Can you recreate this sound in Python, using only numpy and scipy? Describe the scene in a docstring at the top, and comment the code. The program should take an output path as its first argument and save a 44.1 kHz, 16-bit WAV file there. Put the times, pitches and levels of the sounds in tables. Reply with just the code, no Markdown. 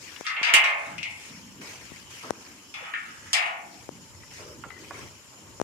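"""Rusty bolt and barred gate

A rusty iron bolt scrapes back and clanks on its stop; the barred gate rings, rattles and later bangs: blows
and stick-slip clicks excite decaying modes and a dense crowd of lesser ones. A walk through undergrowth is
filtered noise (rustle, low wind and grip rubbing, far insects) with stones as dull modal knocks.
Fingers tapping the recorder are damped swings with a thin tick."""
import sys
import numpy as np
from scipy import signal
from scipy.fft import rfft, irfft
from scipy.io import wavfile
from scipy.ndimage import uniform_filter1d

SR = 44100
rng = np.random.default_rng(int(sys.argv[2]) if len(sys.argv) > 2 else 0)


def master(y):
    """Save y as 16-bit WAV."""
    cut = np.clip(np.atleast_2d(y).T, -1, 1)
    pcm = np.round(cut * 32767)  # scale
    wavfile.write(sys.argv[1], SR, pcm.astype(np.int16))


N = 248555


def gain_of(db):
    """Amplitude factor of a level in dB."""
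    return 10 ** (np.asarray(db) / 20)


def evened(x):
    """Scales to an RMS of 1."""
    return x / np.sqrt(np.mean(abs(x) ** 2) + 1e-20)


def read(points, hz):
    """Interpolates a (frequency, value) table over log frequency."""
    f, value = np.transpose(points)
    return np.interp(np.log(hz + 1), np.log(f + 1), value)


def add(mix, start_s, sound):
    """Adds a two-channel sound in place, cut at the end of the mix."""
    part = mix[:, round(start_s * SR):][:, :sound.shape[1]]
    part += sound[:, :part.shape[1]]


def sides(pan_db):
    """Left and right gains for a left-right level difference."""
    return gain_of(np.multiply.outer([.5, -.5], pan_db))


def swell(t, start_s, length_s, attack_s, release_s):
    """Rises linearly, holds and dies exponentially."""
    rise = np.clip((t - start_s) / attack_s, 0, 1)
    return rise * np.exp(-np.maximum(t - start_s - length_s, 0) / release_s)


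def hiss(spectrum, level, size, patchy_db, flicker_db):
    """Two-channel noise from random short-time spectra; level(t, hz) shapes it, patches drift, frames flicker."""
    # likeness of left and right noise: (frequency [Hz], correlation [0-1])
    likeness = [(60, 0.34), (180, 0.96), (550, 0.7), (1650, 0.012), (4970, 0.013), (15000, 0.03)]
    hop = size // 4
    frames, hz = N // hop + 5, np.fft.rfftfreq(size, 1 / SR)[:, None]
    a, b, c, d, patches = rng.standard_normal((frames, len(hz), 5)).T
    patches = uniform_filter1d(patches, size=size // 80, axis=0)
    patches = evened(uniform_filter1d(patches, size=9, axis=1))
    same = read(likeness, hz)
    left = a + 1j * b
    right = same * left + np.sqrt(1 - same ** 2) * (c + 1j * d)
    z = np.array([left, right])
    z *= gain_of(read(spectrum, hz) + patchy_db * patches + flicker_db * rng.standard_normal(frames))
    plain = signal.istft(z[0], nperseg=size, noverlap=size - hop)[1]
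    z *= level(np.arange(frames) * hop / SR, hz) / np.sqrt(np.mean(plain ** 2))
    return signal.istft(z, nperseg=size, noverlap=size - hop)[1][:, :N]


def rustle():
    """Patchy friction noise of undergrowth; the treble share follows what is brushed."""
    # noise colour of leaves: (frequency [Hz], density [dB per Hz])
    leaf_spectrum = [(180, 2.5), (300, 7.5), (433, 6), (762, 2.5), (1030, 7.5), (1900, -3), (2570, -9),
                     (3640, -17.5), (5800, -12.5), (14700, -33), (16000, -41)]
    # brushes: (start [s], length [s], level [dB], treble lift [dB], left-right [dB])
    brushes = [(0, 0.21, -55.5, 20.5, 5.7), (1.2, 0.17, -59.5, 20.5, 4.9), (1.607, 0.13, -50.5, 19, 1.5),
               (1.8, 0.19, -59.5, 22.5, 5.5), (2.095, 0.15, -56, 23, 2.7), (2.231, 0.027, -38.5, 2.5, 0.44),
               (2.399, 0.14, -57, 17, 2), (3.7, 0.14, -69, 26.5, 6.1), (4.302, 0.079, -58.5, 22.5, 2.9),
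               (4.38, 0.025, -50, 13.5, 2), (4.47, 0.016, -50.5, 6, 1.7), (4.64, 0.054, -48, -35, 1.6),
               (4.78, 0.27, -60.5, 21, 3.9), (4.928, 0.061, -44.5, 9.5, 2), (5.3, 0.16, -57, -26, 1)]
    sweep_in_s, sweep_out_s = 0.012, 0.077
    stir_db, stir_treble_db, stir_pan_db = -70.5, 24, 8  # the faint brushing that never stops

    def level(t, hz):
        treble = np.clip(np.log2(hz / 1174.0 + 1e-3), 0, 1)
        stir = gain_of(stir_db + treble * stir_treble_db) * sides(stir_pan_db)[:, None, None]
        power = stir ** 2
        for start_s, length_s, db, treble_db, pan_db in brushes:
            brush = gain_of(db + treble * treble_db) * swell(t, start_s, length_s, sweep_in_s, sweep_out_s)
            power = power + (brush * sides(pan_db)[:, None, None]) ** 2
        return np.sqrt(power)
    return hiss(leaf_spectrum, level, size=512, patchy_db=3.0, flicker_db=-1.9)


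def wind():
    """Lumpy low noise in gusts; each shift of the grip adds a band of low rubbing."""
    # noise colour: (frequency [Hz], density [dB per Hz])
    rumble_spectrum = [(12, -62), (20, -32), (38, -81), (87, -1), (192, -7.5), (426, -11.5), (604, -10),
                       (654, -53), (900, -5), (1170, -41), (1980, -120)]
    # level of the low rumble, dipping while the iron is loud: (time [s], level [dB])
    rumble_levels = [(0, -51), (.12, -55), (.3, -76), (.8, -60), (.95, -41.5), (1.25, -51.5), (1.6, -48.5),
                     (2.1, -52), (2.5, -58.5), (2.95, -67), (3.2, -46.5), (3.31, -49.5), (3.38, -76),
                     (3.62, -61), (3.86, -47), (4.5, -46), (5.0, -44), (5.35, -56.5), (5.64, -41)]
    # rubbing, as of a hand on the case: (start [s], length [s], hump centre [Hz], level [dB])
    grips = [(0.032, 0.05, 300, -74), (0.861, 0.16, 226, -41.5), (1.285, 0.35, 208, -42),
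             (1.564, 0.13, 356, -43.5), (1.82, 0.23, 236, -50.5), (2.235, 0.043, 348, -63),
             (2.324, 0.29, 262, -50), (2.64, 0.094, 257, -52), (2.803, 0.027, 545, -38.5),
             (3.006, 0.11, 232, -50), (3.646, 0.13, 257, -44), (3.89, 0.14, 231, -43),
             (4.175, 0.041, 298, -47), (4.383, 0.15, 470, -40.5), (4.537, 0.06, 297, -40),
             (4.752, 0.31, 360, -43.5), (5.41, 0.12, 327, -50)]
    grip_in_s, grip_out_s, grip_octaves = 0.023, 0.017, 0.57
    gusts_db, upper_bass_db = 2, -12  # random lumps; gain from 240 Hz up against 60 Hz

    def level(t, hz):
        gusts = evened(uniform_filter1d(rng.standard_normal(len(t)), size=9))
        tilt_db = np.clip(np.log2(hz / 60. + 1e-3) / 2, 0, 1) * upper_bass_db
        rumble_db = np.interp(t, *np.transpose(rumble_levels)) + gusts_db * gusts
        power = gain_of(rumble_db + tilt_db) ** 2
        for start_s, length_s, hump_hz, db in grips:
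            hump = np.exp(-(np.log2(hz / hump_hz + 1e-3) / grip_octaves) ** 2)
            grip = gain_of(db) * hump * swell(t, start_s, length_s, grip_in_s, grip_out_s)
            power = power + grip ** 2
        return np.sqrt(power)
    return hiss(rumble_spectrum, level, size=1024, patchy_db=0.5, flicker_db=0.5) * sides(0.14)[:, None]


def forest():
    """Far insects and leaves: a steady hiss with a hump in the treble and narrow wavering bands."""
    # noise colour: (frequency [Hz], density [dB per Hz])
    forest_spectrum = [(180, 6.5), (300, 7), (737, -4), (1030, 4), (1750, -3.5), (2880, -14.5), (4300, -5),
                       (5160, -15.5), (6200, -14.5), (7080, -4), (9550, -9), (10400, -7), (14500, -14.5),
                       (15200, -29), (16000, -68)]
    # insect song bands: (centre [Hz], width [Hz], mean gain over the hiss [dB])
    insects = [(2990, 390, 18.5), (5600, 783, 25.5), (5740, 320, -10.5), (6940, 550, 10)]
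    forest_db, sway_share = -55, .14  # the song's dB gain sways by this share

    def level(t, hz):
        sway = evened(uniform_filter1d(rng.standard_normal((len(insects), len(t))), size=60, axis=1))
        song_db = 0
        for (centre_hz, width_hz, db), w in zip(insects, sway):
            song_db = song_db + db * (1 + sway_share * w) * np.exp(-((hz - centre_hz) / width_hz) ** 2)
        return gain_of(forest_db + song_db)
    return hiss(forest_spectrum, level, size=512, patchy_db=2.5, flicker_db=0.0)


def stones():
    """Dull knocks: quickly dying spread modes around a close group that rings on its own decay, then grit."""
    # knocks as of stones and twigs underfoot:
    # (time [s], level [dB], left-right [dB], pitch [Hz], ring t60 [s], ring level [dB])
    knocks = [(0.162, -31, 11, 2850, 0.076, -15), (4.234, -40, 9, 2020, 0.14, -14.5),
              (4.638, -24.5, -8, 1357, 0.24, -20), (4.704, -30.5, 13, 1958, 0.35, -21),
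              (4.765, -46, 12, 1900, 0.19, -8), (4.908, -21.5, -5, 1093, 0.072, -17)]
    knock_t60_s = 0.074
    out, t = np.zeros((2, N)), np.arange(6000) / SR
    for start_s, db, pan_db, hz, ring_t60_s, ring_db in knocks:
        spread, turn = rng.uniform(-1.0, 1, (2, 40, 1))
        weight = np.exp(-((spread + 0.23) / 0.85) ** 2)
        crowd = (weight * np.sin(2 * np.pi * hz * 2.7 ** spread * t + np.pi * turn)).sum(0)
        group = np.sin(2 * np.pi * hz * (1 + .035 * spread[:3]) * t).sum(0)
        knock = 0.086 * crowd * gain_of(-60 * t / knock_t60_s)
        knock += gain_of(ring_db) * group * gain_of(-60 * t / ring_t60_s)
        grit = rng.standard_normal(2000) * (rng.random(2000) < 500. / SR)  # sparse repeats of the knock
        grit *= np.exp(-t[:2000] / 0.012) * 0.17
        grit[0] = 1
        knock = signal.fftconvolve(knock * (1 - np.exp(-t / 0.00023)), grit)
        add(out, start_s, gain_of(db) * sides(pan_db)[:, None] * knock)
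    return out


def taps():
    """Fingers and jolts on the case: a quick push inward, a slower rebound and a thin tick."""
    # (time [s], left level [dB], left-right of the push [dB], nominal pitch [Hz], tick level [dB])
    case_taps = [(0.210, -14.5, 23, 474, -15), (0.414, -26, -1, 280, -23), (0.544, -8.5, -16, 890, -23),
                 (1.919, -26, 40, 221, -19), (2.307, 1.5, 24, 480, -17), (3.891, -12.5, 25, 394, -25),
                 (4.910, -21, 0, 890, -23), (5.600, -7.5, 52, 563, -24), (5.615, 2.5, 23, 432, -18.5)]
    out, t = np.zeros((2, N)), np.arange(600) / SR
    for start_s, db, pan_db, hz, tick_db in case_taps:
        turns = 1.076 * (hz * t) ** 0.61  # the swing slows as it dies
        push = -np.sin(2 * np.pi * turns) * np.exp(-(1.69 * hz * t) ** 1.54)
        push *= 1 - np.exp(-t / 0.00032)
        tick_hz = np.array([[6000.], [8500.]])  # left, right
        tick = gain_of(tick_db) * np.sin(2 * np.pi * tick_hz * t) * np.exp(-t / 0.00061)
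        pushes = gain_of(db - np.array([[0], [pan_db]])) * push
        add(out, start_s, pushes + gain_of(db) * tick * [[1], [.6]])
    return out


def iron(times, modes_db=2.5):
    """Gate rings, one per blow or stroke, coloured by where it is struck; (ring, channel, time)."""
    # strong modes: (frequency [Hz], gain over the crowd's colour struck at the bolt [dB], at its stop [dB],
    # at the frame [dB], longest t60 [s])
    gate_modes = [(423, 2, 16, 2, 1.6), (448, -1, 5, 8, 1.6), (512, 7, 9, 3, 1.6), (577, 3, 10, 1, 1.6),
                  (652, 2, 10, 6, 1.6), (674, 6, 7, 11, 1.6), (698, 8, 13, 8, 1.6), (736, 1, 0, 11, 1.6),
                  (805, -1, 8, 11, 1.6), (824, 0, 9, 7, 1.6), (849, 2, 13, 6, 1.6), (927, 1, 3, 10, 1.5),
                  (959, 5, 10, -3, 0.93), (1077, 3, 12, 4, 1.6), (1137, 5, 8, 10, 1.18),
                  (1207, 3, 14, -2, 1.6), (1268, 8, 10, 9, 0.92), (1287, 9, 5, 8, 1.36),
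                  (1385, 2, 10, 0, 0.7), (1419, 4, 7, 13, 1.01), (1454, 0, 0, 9, 0.67),
                  (1578, 6, 10, 4, 0.58), (1705, -1, 0, 9, 1.05), (1734, 8, 0, 4, 1.6),
                  (1783, 5, 10, 7, 0.92), (1809, 2, 10, 13, 0.63), (1855, 3, 6, 14, 0.4),
                  (1902, 0, 3, 12, 0.4), (1971, 4, 8, -1, 1.41), (2038, 3, 0, 13, 0.47),
                  (2095, 7, 14, -2, 1.13), (2110, 10, 0, 4, 0.6), (2141, 8, 9, 7, 0.79),
                  (2186, 3, 5, 9, 0.53), (2224, 2, 10, 7, 1.6), (2298, 2, 3, 12, 0.35),
                  (2340, 6, 6, 9, 1.06), (2372, 0, 4, 8, 0.4), (2407, 0, 8, 1, 0.7), (2485, 5, 5, 12, 0.45),
                  (2536, 3, 10, 0, 0.72), (2570, 2, 10, 2, 0.6), (2652, 1, 2, 9, 0.52),
                  (2687, 2, 8, 9, 1.6), (2722, 12, 6, 3, 0.64), (2750, 10, 8, -1, 0.44),
                  (2765, 1, 9, 5, 0.71), (2896, 0, 8, 3, 0.5), (2929, -5, 7, 13, 0.48),
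                  (2967, 8, 0, 1, 0.87), (3021, -1, 2, 9, 0.62), (3075, 8, 6, 2, 0.38),
                  (3150, 0, 9, 6, 0.72), (3400, 9, 3, 0, 0.3), (3433, -4, 5, 19, 0.27),
                  (3508, 12, -1, -4, 0.91), (3554, 7, 4, 9, 0.34), (3782, 3, 1, 10, 0.34),
                  (3880, 4, 2, 13, 0.35), (3904, 12, 5, 6, 0.52)]
    # colour of the lesser modes of bars and frame: (frequency [Hz], level [dB])
    crowd_colour = [(350, -40), (450, -25), (590, -21), (680, -12.5), (850, -9.5), (1090, -8.5),
                    (1430, -8.5), (1750, -7.5), (2050, -3), (2300, -1.5), (2700, -3.5), (3300, -6.5),
                    (3900, -13.5), (8500, -14.5), (12500, -29), (16000, -47)]
    # decay of iron, before the factors below: (frequency [Hz], t60 [s])
    iron_t60 = [(500, 0.82), (760, 1.0), (1200, 0.48), (1700, 0.53), (2300, 0.58), (3200, 0.31),
                (6000, 0.17), (10000, 0.15), (15000, 0.12)]
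    # the left microphone hears the gate later as the recorder turns: (time [s], lag [ms])
    left_lag = [(1.5, 0.076), (2.5, 0.434)]
    # the bolt reaches its stop; the gate swings away: (time [s], time [s])
    place_changes_s = (0.53, 2.0)
    frame_hz, frame_db, scatter_db = 990, 0.5, 2
    wobble_rad, ridges_db, shared = 0.3, 2.0, 0.24
    crowd_damping = 1.15  # the lesser modes die this much faster

    count, (hz, *places_db, t60_s) = len(times), np.transpose(gate_modes)
    place = np.searchsorted(place_changes_s, times)
    db = read(crowd_colour, hz) + np.array(places_db)[place][:, None]
    t = np.arange(24576) / SR
    t60_s = np.minimum(t60_s, 0.97 * read(iron_t60, hz))  # rust damps all alike
    # loose joints make each strong mode waver, the high ones more
    waver = evened(uniform_filter1d(rng.standard_normal((len(hz), len(t))), size=1500, axis=1))
    waver_rad = wobble_rad * (hz[:, None] + 4000.) / 4000 * waver
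    modes = np.exp(np.outer(2j * np.pi * hz - np.log(1000) / t60_s, t) + 1j * waver_rad)
    scatter = scatter_db * rng.standard_normal((count, 2, len(hz)))
    turn = rng.random((count, 2, len(hz)))
    # the frame's low modes hum wherever the gate is struck: less scatter
    db = db + np.where(hz < frame_hz, frame_db + scatter / 3, scatter)
    strong = (gain_of(db) * np.exp(2j * np.pi * turn) @ modes).real

    # the lesser modes lie too close to part: noise that dies band by band
    f, frame_s, z = signal.stft(rng.standard_normal((count, 2, len(t) + 1024)), SR, nperseg=512)
    decay_db = 60 * crowd_damping * (frame_s - 1024 / SR) / read(iron_t60, f)[:, None]
    # random bunching, drawn anew for each ring
    ridges = evened(uniform_filter1d(rng.standard_normal((count, 1, len(f), 1)), size=3, axis=2))
    z = z * gain_of(read(crowd_colour, f)[:, None] + ridges_db * ridges - decay_db)
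    crowd = signal.istft(z, SR, nperseg=512)[1][..., 1024:len(t) + 1024]
    rings = evened(crowd) + gain_of(modes_db) * evened(strong)

    # both microphones hear part of the same ring
    lag_s = np.interp(times, *np.transpose(left_lag)) / 1000
    delay = np.exp(-2j * np.pi * np.outer(lag_s, np.fft.rfftfreq(len(t), 1 / SR)))
    late = irfft(rfft(rings[:, 1]) * delay)
    left = shared * late + np.sqrt(1 - shared ** 2) * rings[:, 0]
    rings = np.stack([left, rings[:, 1]], axis=1)
    return evened(rings) / np.sqrt(len(t))  # mean energy 1


def coloured(x, low_db, low_middle_db, middle_db, high_db, top_db):
    """Raises or lowers groups of modes against the main ones near 2500 Hz."""
    hz = (480, 700, 880, 1250, 1800, 2100, 3100, 5000, 10000)
    db = (low_db, low_db, low_db, low_middle_db, middle_db, 0, 0, high_db, top_db)
    size = 2 * x.shape[-1]
    gain = gain_of(read(np.transpose([hz, db]), np.fft.rfftfreq(size, 1 / SR)))
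    return irfft(rfft(x, size) * gain, size)[..., :size // 2]


def grinding():
    """Scraping bolt and later rattling gate: uneven clicks that keep the iron ringing."""
    # strokes: (start [s], length [s], level [dB], low [dB], low middle [dB], high and top [dB])
    strokes = [(0.234, 0.0048, -20.5, -22.5, 1, -5.5), (0.27, 0.32, -35, -0.5, 12.5, -29),
               (0.427, 0.08, -20, 2, 1, -21), (0.529, 0.38, -43.5, 6, 9.5, 4),
               (1.05, 0.22, -48, -28, -7, 8), (2.736, 0.16, -40.5, 2.5, 7, -13),
               (2.921, 0.17, -45.5, -7, 10, 1), (3.115, 0.22, -53, -25, 11.5, 7.5),
               (3.337, 0.12, -27, 6, 6, -6)]
    bite_s, let_go_s = 0.022, 0.037  # a stroke takes hold and lets go
    held_db_per_s = 9  # rubbing iron damps its own ring
    out, t = np.zeros((2, N)), np.arange(SR // 2) / SR
    rings = iron([row[0] for row in strokes], modes_db=-4.5)
    for (start_s, length_s, db, low_db, low_middle_db, high_db), ring in zip(strokes, rings):
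        slips = gain_of(3.6 * np.minimum(rng.exponential(1, len(t)), 4))
        slips *= rng.random(len(t)) < 450. / SR  # about 450 slips a second
        slips = evened(slips * rng.choice([-1., 1.], len(t))) * swell(t, 0, length_s, bite_s, let_go_s)
        ring = coloured(ring, low_db, low_middle_db, low_middle_db / 2, high_db, high_db)
        ring = ring * gain_of(-held_db_per_s * np.arange(ring.shape[1]) / SR)
        scrape = signal.fftconvolve(slips[None], ring, axes=1)
        add(out, start_s, gain_of(db) * sides(0.33)[:, None] * scrape)
    return out


def blows():
    """Each blow excites all modes, the low ones building up more slowly; the loose iron chatters after it."""
    # blows on the iron: (time [s], level [dB], left-right [dB], chatter decay [s],
    # extra damping [dB/s, sign ignored], low [dB], low middle [dB], middle [dB], high [dB], top [dB],
    # favoured modes [Hz], their lift [dB], left-right of the treble [dB], snap [dB])
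    blow_rows = [(0.266, 6.5, 5, 0.026, 10, -15, 9, 3.5, 14.5, -14, 2020, 9, -1, -33),
                 (0.365, 10, 0.5, 0.04, 7, 3, -2, 1.5, -10, -37, 2400, 4.5, 0, -33),
                 (.430, 20.5, 5, 0.12, 26, -12, -3, 7.5, 5, -10, 2700, 4.5, -5, -30),
                 (.494, 12, 5, 0.004, 20, -16, 7.5, -15, -25, -27, 2220, 5, 0, -17.5),
                 (.503, 6, 8, 0.004, 30, -2, 0, -8, -12, -22, 2300, 2, 0, -22),
                 (.538, 31.5, -1.5, 0.011, -25, -4.5, -4, -1.5, 5, 8, 3000, 4, -2, -39),
                 (.640, 18.5, 1, 0.038, 3.5, 4.5, 2.5, 2.5, 2, -8, 2400, 4, -2, -42),
                 (0.981, 0.5, 5, 0.0062, 46, -17, -5, -11, 2, -7, 2630, 3.5, 0, -30),
                 (1.030, 5.5, 5, 0.0016, 28, -17, -22, -9, 6.5, -10, 2770, 4.5, 1, -28),
                 (1.057, -3, 2, 0.0034, 33, 0, -13, -8, -4, -7, 2120, 10, 2, -18.5),
                 (2.74, -2, 5, 0.035, 47, -1.5, 1, -9, 6.5, -9, 2420, 5, 0, -50),
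                 (2.937, 3.5, 3.5, 0.0027, 52, -29, 7, 6.5, -14, -29, 1700, 6.5, 0, -30),
                 (2.951, -8, 5, 0.01, 88, -29, -1, 4, -10, -29, 2340, 8, 0, -32),
                 (3.331, 16.5, 2, 0.016, 6, 0, -2.5, -1.5, 14, 10.5, 2250, -20, -7, -43),
                 (3.341, 17.5, 7.5, 0.031, 12, -5, -6, -1.5, 8.5, 1.5, 2240, 5.5, -3, -32)]
    frame_hz, frame_build_s = 990, 0.01  # the low modes of the frame take up the blow slowly
    bars_hz, bars_build_s, bars_late = 3500, 0.003, 0.27  # so do the bars, in part and sooner
    favoured_width_hz = 260
    grab_s, grab_db_per_s = 0.9, 90  # a hand takes hold of the gate and stills it
    snap_hz, snap_s = 2290, 0.0007  # the short snap of bare contact

    out, t = np.zeros((2, N)), np.arange(24576) / SR
    hz = np.fft.rfftfreq(len(t), 1 / SR)
    frame = signal.butter(4, frame_hz, fs=SR, output="sos")
    bars = signal.butter(4, bars_hz, fs=SR, output="sos")
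    snap = np.sin(2 * np.pi * snap_hz * t) * t / snap_s * np.exp(1 - t / snap_s)
    for row, ring in zip(blow_rows, iron([row[0] for row in blow_rows])):
        start_s, db, pan_db, chatter_s, damping_db_per_s, *colour_db = row[:10]
        favoured_hz, lift_db, treble_pan_db, snap_db = row[10:]
        lift = gain_of(lift_db * np.exp(-((hz - favoured_hz) / favoured_width_hz) ** 2))
        lean = sides(treble_pan_db * np.clip(np.log2(hz / 4900.0 + 1e-3), 0, 1))
        ring = coloured(irfft(rfft(ring) * lift * lean), *colour_db)
        ring = ring - signal.sosfiltfilt(frame, ring) * np.exp(-t / frame_build_s)
        ring = ring - bars_late * signal.sosfiltfilt(bars, ring) * np.exp(-t / bars_build_s)
        ring = ring * (1 - np.exp(-t / 0.0001)) * gain_of(-abs(damping_db_per_s) * t)
        ring = ring * np.clip((t[-1] - t) * 20, 0, 1)  # fade the last 50 ms
        if start_s < grab_s:
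            ring = ring * gain_of(-grab_db_per_s * np.maximum(start_s + t - grab_s, 0))
        hits = rng.standard_normal(6000) * (rng.random(6000) < 400. / SR)  # about 400 hits a second
        hits *= np.exp(-t[:6000] / chatter_s)
        hits[0] = 3.2
        ring = signal.fftconvolve(ring, hits[None] / np.linalg.norm(hits), axes=1)
        ring[:, :len(t)] += gain_of(snap_db) * snap
        add(out, start_s, gain_of(db) * sides(pan_db)[:, None] * ring)
    return out


def scene():
    """All layers, each at its own level."""
    return rustle() + wind() + forest() + stones() + taps() + grinding() + blows()


def record(dry):
    """Gain control ducks everything after each loud peak; then bass loss, soft overload and the band limit."""
    threshold_db, recovery_db_per_s, duck_share = -39.0, 620.0, 0.24
    edge_hz = 16300
    power_db = 10 * np.log10(abs(uniform_filter1d((dry ** 2).max(0), size=40)) + 1e-12)
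    fall_db = np.arange(N) * recovery_db_per_s / SR
    held_db = np.maximum.accumulate(power_db + fall_db) - fall_db
    over_db = np.maximum(held_db - threshold_db, 0)
    over_db = signal.lfilter([.01], [1, -.99], over_db)  # about 2 ms of smoothing
    ducked = dry / gain_of(duck_share * over_db)
    bass_cut = signal.butter(3, 70., "high", fs=SR, output="sos")  # small microphones lose bass
    ducked = signal.sosfilt(bass_cut, ducked)
    ducked = .75 * np.tanh(ducked / .75)  # soft overload
    band_limit = signal.firwin(511, edge_hz, window=("kaiser", 9), fs=SR)
    return signal.oaconvolve(ducked, band_limit[None], "same")


dry = scene()
out = record(dry)
master(out)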